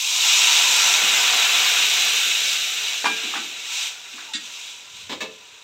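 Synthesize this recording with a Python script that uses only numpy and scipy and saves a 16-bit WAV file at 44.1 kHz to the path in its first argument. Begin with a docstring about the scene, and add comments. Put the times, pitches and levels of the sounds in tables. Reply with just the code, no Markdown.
"""Hot spiced oil sizzles in a wide pan as watery batter boils off in it, in a small tiled kitchen.
Tiny steam bursts fizz and spray, larger bubbles boil and churn, and stray droplets spit.
The sizzle swells, thickens to a boil and dies away as the pan cools, flaring as the batter sloshes.
Beside the stove a steel bowl is put down, a utensil clinks and a lid clatters, each rattling, then
ringing. Behind them sit worktop bumps, a faint sliding squeak and a low rumble."""
import sys
import numpy as np
from scipy import signal
from scipy.fft import rfft, irfft, next_fast_len
from scipy.io import wavfile

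SR = 44100
rng = np.random.default_rng(int(sys.argv[2]) if len(sys.argv) > 2 else 0)


def unload_audio(sound):
    """Save the sound as a 16-bit wav file, at the path given as the first command line argument."""
    columns = np.transpose(np.atleast_2d(sound))
    # keep every value between -1 and 1, then stretch to whole-number steps
    steps = np.round(np.clip(columns, -1, 1) * 32767)
    wavfile.write(sys.argv[1], SR, steps.astype(np.int16))


N = 248326
TIME = np.arange(N) / SR

# Tone of each sizzle layer, from the top hiss down: freq_hz, level_db
AIR_EQ = [(8800, -50), (9500, -35), (10300, -7.5), (11300, -7), (11900, 4.5), (12600, -4.5), (15800, -3.5)]
SPRAY_EQ = [(3900, -5), (4500, -5), (5300, -3), (5850, 1.5), (6500, -1), (7200, -0.5), (8360, -7.5),
            (9400, -21)]
FIZZ_EQ = [(1300, -25.5), (1950, -16), (2200, -6.5), (2560, 0.5), (2780, 0), (3150, -3.5), (3850, -1),
           (4100, -8.5), (4380, -23.5), (5200, -28)]
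BOIL_EQ = [(450, -12.5), (600, -13), (790, -1.5), (880, -13), (1040, -22), (1150, -6), (1480, 2.7),
           (1900, 0), (2300, 0)]
HOLLOW_EQ = [(760, -8.5), (860, 0), (970, 10), (1060, 2), (1170, -1)]
CHURN_EQ = [(20, -24), (60, -22), (130, -7), (220, -3.5), (350, 2.5), (600, 4.5), (850, -32)]
def sizzle(gain):
    """Tiny steam bursts hiss, larger bubbles boil in the hollow of the pan, the largest churn below."""
    tiny = bursts(per_s=12000, spread_db=2.5)
    tiny += gain_of(-13.5) * bubbles(count=4000, low_hz=2010, high_hz=8957, ring_s=0.014)
    larger = bursts(per_s=4500, spread_db=1.5)
    larger += gain_of(-17.5) * bubbles(count=900, low_hz=599, high_hz=2203, ring_s=0.026)
    tiny, larger = kitchen(tiny, wet_db=-8.5), kitchen(larger, wet_db=-4.5)
    largest = kitchen(bursts(per_s=560, spread_db=2.5), wet_db=1)
    layers = [("fizz", tiny, FIZZ_EQ), ("spray", tiny, SPRAY_EQ), ("air", tiny, AIR_EQ),
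              ("boil", larger, BOIL_EQ), ("hollow", larger, HOLLOW_EQ), ("churn", largest, CHURN_EQ)]
    return sum(gain[layer] * coloured(crackle, eq) for layer, crackle, eq in layers)


def bursts(per_s, spread_db):
    """Bubbles burst as random clicks: many small, a few large."""
    size = gain_of(spread_db * np.minimum(rng.exponential(1, N), 5))
    polarity = rng.choice([-1., 1.], N)
    bursting = rng.random(N) < per_s / SR
    return unit_rms(polarity * size * bursting)


def bubbles(count, low_hz, high_hz, ring_s):
    """Bubbles ring for an instant as they surface, each at its own, slightly rising pitch."""
    when, pitch, size, life = rng.random((count, 4)).T[:, :, None]
    t = np.arange(SR // 40) / SR
    hz = low_hz + (high_hz - low_hz) * pitch
    envelope = size ** 2 * np.exp(-t / (ring_s * (.5 + life))) * (1 - t / t[-1])
    pings = envelope * np.sin(2 * np.pi * hz * t * (1 + t))
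    positions = (when * N).astype(int) + np.arange(len(t))
    return unit_rms(np.bincount(positions.ravel(), pings.ravel(), N)[:N])


# Arc of each sizzle layer: full_db, start_below_db, build_s, cooling_start_s, fall_db_per_s, simmer_db
SIZZLE_ARCS = {"fizz": (-20.3, 7.8, 0.26, 2.27, 13.9, -48.3), "spray": (-23.8, 5, 0.06, 2.2, 12.5, -52),
               "air": (-37.1, 5, 0.55, 2.2, 14.3, -69.5), "boil": (-27, 25, 0.35, 1.55, 9.8, -59),
               "hollow": (-36.6, 14, 0.12, 1.88, 34, -61), "churn": (-44, 19, 0.44, 1.4, 7.8, -64)}
def sizzle_gains(knee_s=0.2):
    """Each layer builds as the batter spreads and sinks to a simmer as the pan cools; flares ride on top."""
    flare, gain = flares(), {}
    for layer, (full_db, below_db, build_s, cooling_s, db_per_s, simmer_db) in SIZZLE_ARCS.items():
        cooled_s = knee_s * np.logaddexp(0, (TIME - cooling_s) / knee_s)  # cooling eases in
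        level_db = full_db - below_db * np.exp(-TIME / build_s) - db_per_s * cooled_s
        arc = np.hypot(gain_of(level_db), gain_of(simmer_db))
        gain[layer] = np.hypot(arc, flare.get(layer, 0))
    return gain


# Sloshes of batter: start_s, end_s, fizz_db, spray_db, release_s
SLOSHES = [(0.28, 0.6, -21.3, -22.8, 0.09), (0.73, 0.95, -31, -23.3, 0.03), (1.15, 1.22, -30, -29, 0.06),
           (2.46, 2.54, -31.5, -31, 0.07), (2.87, 2.95, -30.5, -37.5, 0.06), (3.19, 3.35, -30.5, -40, 0.2),
           (3.745, 3.87, -29.5, -30.6, 0.045), (4.14, 4.23, -40.5, -44, 0.1),
           (4.46, 4.69, -39.3, -41.7, 0.15), (4.97, 5.03, -44.3, -45.5, 0.06)]
def flares(attack_s=0.09):
    """Batter hits hot bare metal: extra gain swells, holds while the metal is wet, and drops."""
    power = np.zeros((2, N))
    for start_s, end_s, fizz_db, spray_db, release_s in SLOSHES:
        swell = np.exp(-np.maximum(start_s - TIME, 0) / attack_s)
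        release = np.exp(-np.maximum(TIME - end_s, 0) / release_s)
        power += (gain_of([[fizz_db], [spray_db]]) * swell * release) ** 2
    fizz, spray = np.sqrt(power)
    return {"fizz": fizz, "spray": spray, "air": gain_of(-18.5) * spray,
            "boil": gain_of(-14.5) * fizz, "hollow": gain_of(-21.5) * fizz}


def spits(fizz_gain):
    """Single droplets snap; they fade more slowly than the fizz, so they stand out as the pan cools."""
    drops = bursts(per_s=45, spread_db=3.5)
    snaps = coloured(drops, FIZZ_EQ) + 0.55 * coloured(drops, SPRAY_EQ)
    return kitchen(snaps * gain_of(-26) * fizz_gain ** 0.71, wet_db=6)


# Tone of each object's contact clack: freq_hz, level_db
BOWL_EQ = [(130, -35), (300, -19), (620, -18), (800, 0.5), (970, -8), (1300, -5), (2450, -7), (3300, -6),
           (9000, -25)]
UTENSIL_EQ = [(1300, -10), (1830, -4), (2300, -20), (2700, 2), (3600, -5), (4200, -3), (5200, -10),
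              (7500, -6), (11000, -39)]
LID_EQ = [(120, -18), (220, -5.5), (520, 2), (660, -11), (960, 1), (1350, -9.5), (2540, -3), (3900, -0.5),
          (4700, -10), (7500, -12), (9600, -33), (15500, -29)]
# Ringing modes: pitch_hz, level_db, t60_s
BOWL_MODES = [(444, -22.5, 0.9), (814, -14, 0.062), (973, 8.5, 0.067), (1169, -7, 0.15), (1620, -7.5, 0.54),
              (1782, -18, .3), (2130, -21, .26), (2390, 2.5, 0.21), (3190, -8, 0.13), (4550, -12, .12)]
UTENSIL_MODES = [(1638, -11, 0.14), (1880, -9.5, 0.13), (2190, -15, 0.22), (2740, -16, 0.18),
                 (3548, 1, 0.12), (3840, -3, 0.079), (4030, 0, 0.058), (4700, -8, 0.1), (7300, -9, 0.11),
                 (9550, -23, .09)]
LID_MODES = [(438, -16, 0.33), (521, -11, 0.25), (635, -11, 0.23), (1193, -9, 0.23), (1736, 5.5, 0.088),
             (2233, 3, 0.16), (2618, 0, 0.18), (3600, -20.5, .2), (3994, -15, .22)]
# Hits: start_s, clack_db, ring_db, rattle_s, tilt_db_per_octave
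BOWL_HITS = [(3.043, -21.5, -27, 0.0066, -5), (3.054, -22.3, -15.7, 0.017, 0.4),
             (3.352, -29.5, -44, 0.02, -0.5)]
UTENSIL_HITS = [(4.335, -29.5, -22.5, .01, 1), (4.349, -30, -20.5, .012, -0.88)]
LID_HITS = [(5.095, -30, -42, .025, -0.8), (5.123, -28.5, -39, 0.012, -1.2), (5.206, -30, -31.5, 0.015, 2),
            (5.213, -33.5, -29, 0.032, -1.8)]
def kitchenware():
    """A bowl lands, a utensil clinks and a lid clatters, each in a quick cluster of hits."""
    return (steel_hits(BOWL_HITS, BOWL_MODES, BOWL_EQ, ring_attack_s=0.004)
            + steel_hits(UTENSIL_HITS, UTENSIL_MODES, UTENSIL_EQ, ring_attack_s=0.0033)
            + steel_hits(LID_HITS, LID_MODES, LID_EQ, ring_attack_s=0.0024))


def steel_hits(hits, modes, clack_eq, ring_attack_s, clack_release_s=0.018):
    """Steel rattles briefly as it lands, then rings in its modes."""
    out, t = np.zeros(N), np.arange(SR * 3 // 4) / SR
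    attack = 1 - np.exp(-t / ring_attack_s)
    for start_s, clack_db, ring_db, rattle_s, tilt_db in hits:
        contact = np.exp(-np.maximum(t - rattle_s, 0) / clack_release_s)
        clack = coloured(rng.standard_normal(len(t)), clack_eq, tilt_db) * contact
        ring = sum(gain_of(db - 60 * t / t60) * np.sin(2 * np.pi * (hz * t + rng.random()))
                   for hz, db, t60 in modes)
        add(out, start_s, gain_of(clack_db) * clack + gain_of(ring_db) * ring * attack)
    return out


# Dull bumps and dry taps around the stove: start_s, level_db, pitch_hz, t60_s
WORKTOP_HITS = [(1.025, -38, 215, 0.2), (3.063, -35.5, 294, 0.34), (3.235, -40.5, 310, 0.4),
                (3.338, -17, 1300, 0.03), (3.352, -31.5, 1500, 0.27), (3.359, -41.5, 310, 0.64),
                (4.139, -50.5, 300, 0.52), (4.176, -37, 1500, 0.3), (4.344, -42.5, 275, 0.26),
                (5.095, -37, 470, 0.16), (5.126, -34, 503, 0.21), (5.215, -41, 215, 0.26),
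                (5.282, -41.5, 447, 0.15)]
def worktop_bumps(attack_s=0.0015):
    """The worktop answers each touch with a short noise burst around one pitch."""
    out, t = np.zeros(N), np.arange(SR // 2) / SR
    attack = 1 - np.exp(-t / attack_s)
    for start_s, level_db, hz, t60_s in WORKTOP_HITS:
        eq = [(.4 * hz, -24), (.75 * hz, -4), (hz, 0), (1.35 * hz, -7)]
        body = coloured(rng.standard_normal(len(t)), eq)
        add(out, start_s, gain_of(level_db - 60 * t / t60_s) * body * attack)
    return out


# Glide of the squeak: time_s, pitch_hz, level_db
SQUEAK_GLIDE = [(4.265, 977, -64), (4.28, 940, -46), (4.32, 877, -42.5), (4.36, 890, -62)]
def squeak():
    """Something slides with a short, fuzzy tone that sinks a little."""
    pitch_hz, level_db = automation(SQUEAK_GLIDE)
    gate = (TIME > SQUEAK_GLIDE[0][0]) & (TIME < SQUEAK_GLIDE[-1][0])
    waver = coloured(rng.standard_normal(N), [(20, 4), (120, -8)])
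    phase = 2 * np.pi * np.cumsum(pitch_hz * (1 + 0.037 * waver)) / SR
    return np.sin(phase) * gain_of(level_db) * gate


# Fader ride of the rumble: time_s, level_db
RUMBLE_RIDE = [(0, -75), (4.85, -74), (4.94, -61), (5.1, -60), (5.25, -66), (5.4, -73)]
def rumble():
    """A faint low bed that swells while things are shifted."""
    eq = [(25, -34), (60, -8), (90, 3.5), (125, -2), (220, -7)]
    return coloured(rng.standard_normal(N), eq) * gain_of(automation(RUMBLE_RIDE)[0])


# Reverb time of the tiled room: freq_hz, t60_s
KITCHEN_DECAY = [(200, 0.46), (1000, 0.24), (4000, 0.28), (12000, 0.2)]
def kitchen(x, wet_db, predelay_s=0.003):
    """Adds dense reflections from the tiles, each band dying at its own speed."""
    t = np.arange(SR // 2) / SR
    echoes = rng.standard_normal(len(t)) * (rng.random(len(t)) < .1) * (t > predelay_s)
    hz, age_s, bands = signal.stft(echoes, SR, nperseg=256)
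    t60_s = np.interp(hz, *np.transpose(KITCHEN_DECAY))
    tail = signal.istft(bands * gain_of(-60 * age_s / t60_s[:, None]), SR, nperseg=256)[1]
    wet = signal.fftconvolve(x, tail / np.linalg.norm(tail))[:N]
    return (x + gain_of(wet_db) * wet) / np.hypot(1, gain_of(wet_db))


def coloured(x, eq, tilt_db=0):
    """Shapes x with an EQ curve, tilted by tilt_db per octave about 2 kHz, at an rms of one."""
    size = next_fast_len(len(x))
    hz = np.fft.rfftfreq(size, 1 / SR) + 1  # keeps the logarithm finite
    eq_hz, eq_db = np.transpose(eq)
    octaves_outside = abs(np.log2(hz / np.clip(hz, eq_hz[0], eq_hz[-1])))
    curve_db = np.interp(np.log(hz), np.log(eq_hz), eq_db) - 40 * octaves_outside
    gain = gain_of(curve_db + tilt_db * np.log2(hz / 2000))
    return unit_rms(irfft(rfft(x, size) * gain, size)[:len(x)])


def gain_of(db):
    """Decibels to amplitude."""
    return 10 ** (np.asarray(db) / 20)


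def unit_rms(x):
    """Scales to an rms of one."""
    return x / np.sqrt(np.mean(x ** 2) + 1e-20)


def automation(rows):
    """Joins breakpoints with straight lines in time, one curve per value column."""
    time_s, *columns = np.transpose(rows)
    return [np.interp(TIME, time_s, column) for column in columns]


def add(mix, start_s, sound):
    """Drops a sound into the mix at its cue."""
    part = mix[round(start_s * SR):][:len(sound)]
    part += sound[:len(part)]


def scene():
    """The pan up front, the kitchenware and rumble behind it, the same in both ears."""
    low_cut = signal.butter(3, 140, "high", fs=SR, output="sos")  # the clatter carries no deep bass
    clatter = signal.sosfilt(low_cut, kitchenware() + worktop_bumps())
    gain = sizzle_gains()
    pan = sizzle(gain) + spits(gain["fizz"])
    mono = pan + kitchen(clatter + squeak(), wet_db=-7.5) + rumble()
    return np.array([mono, mono])


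def record(dry):
    """A steep high cut takes off the very top of the hiss."""
    cutoff_hz = 15850
    high_cut = signal.firwin(511, cutoff_hz, window=("kaiser", 9), fs=SR)
    return signal.oaconvolve(dry, high_cut[None], "same")


dry = scene()
out = record(dry)
unload_audio(out)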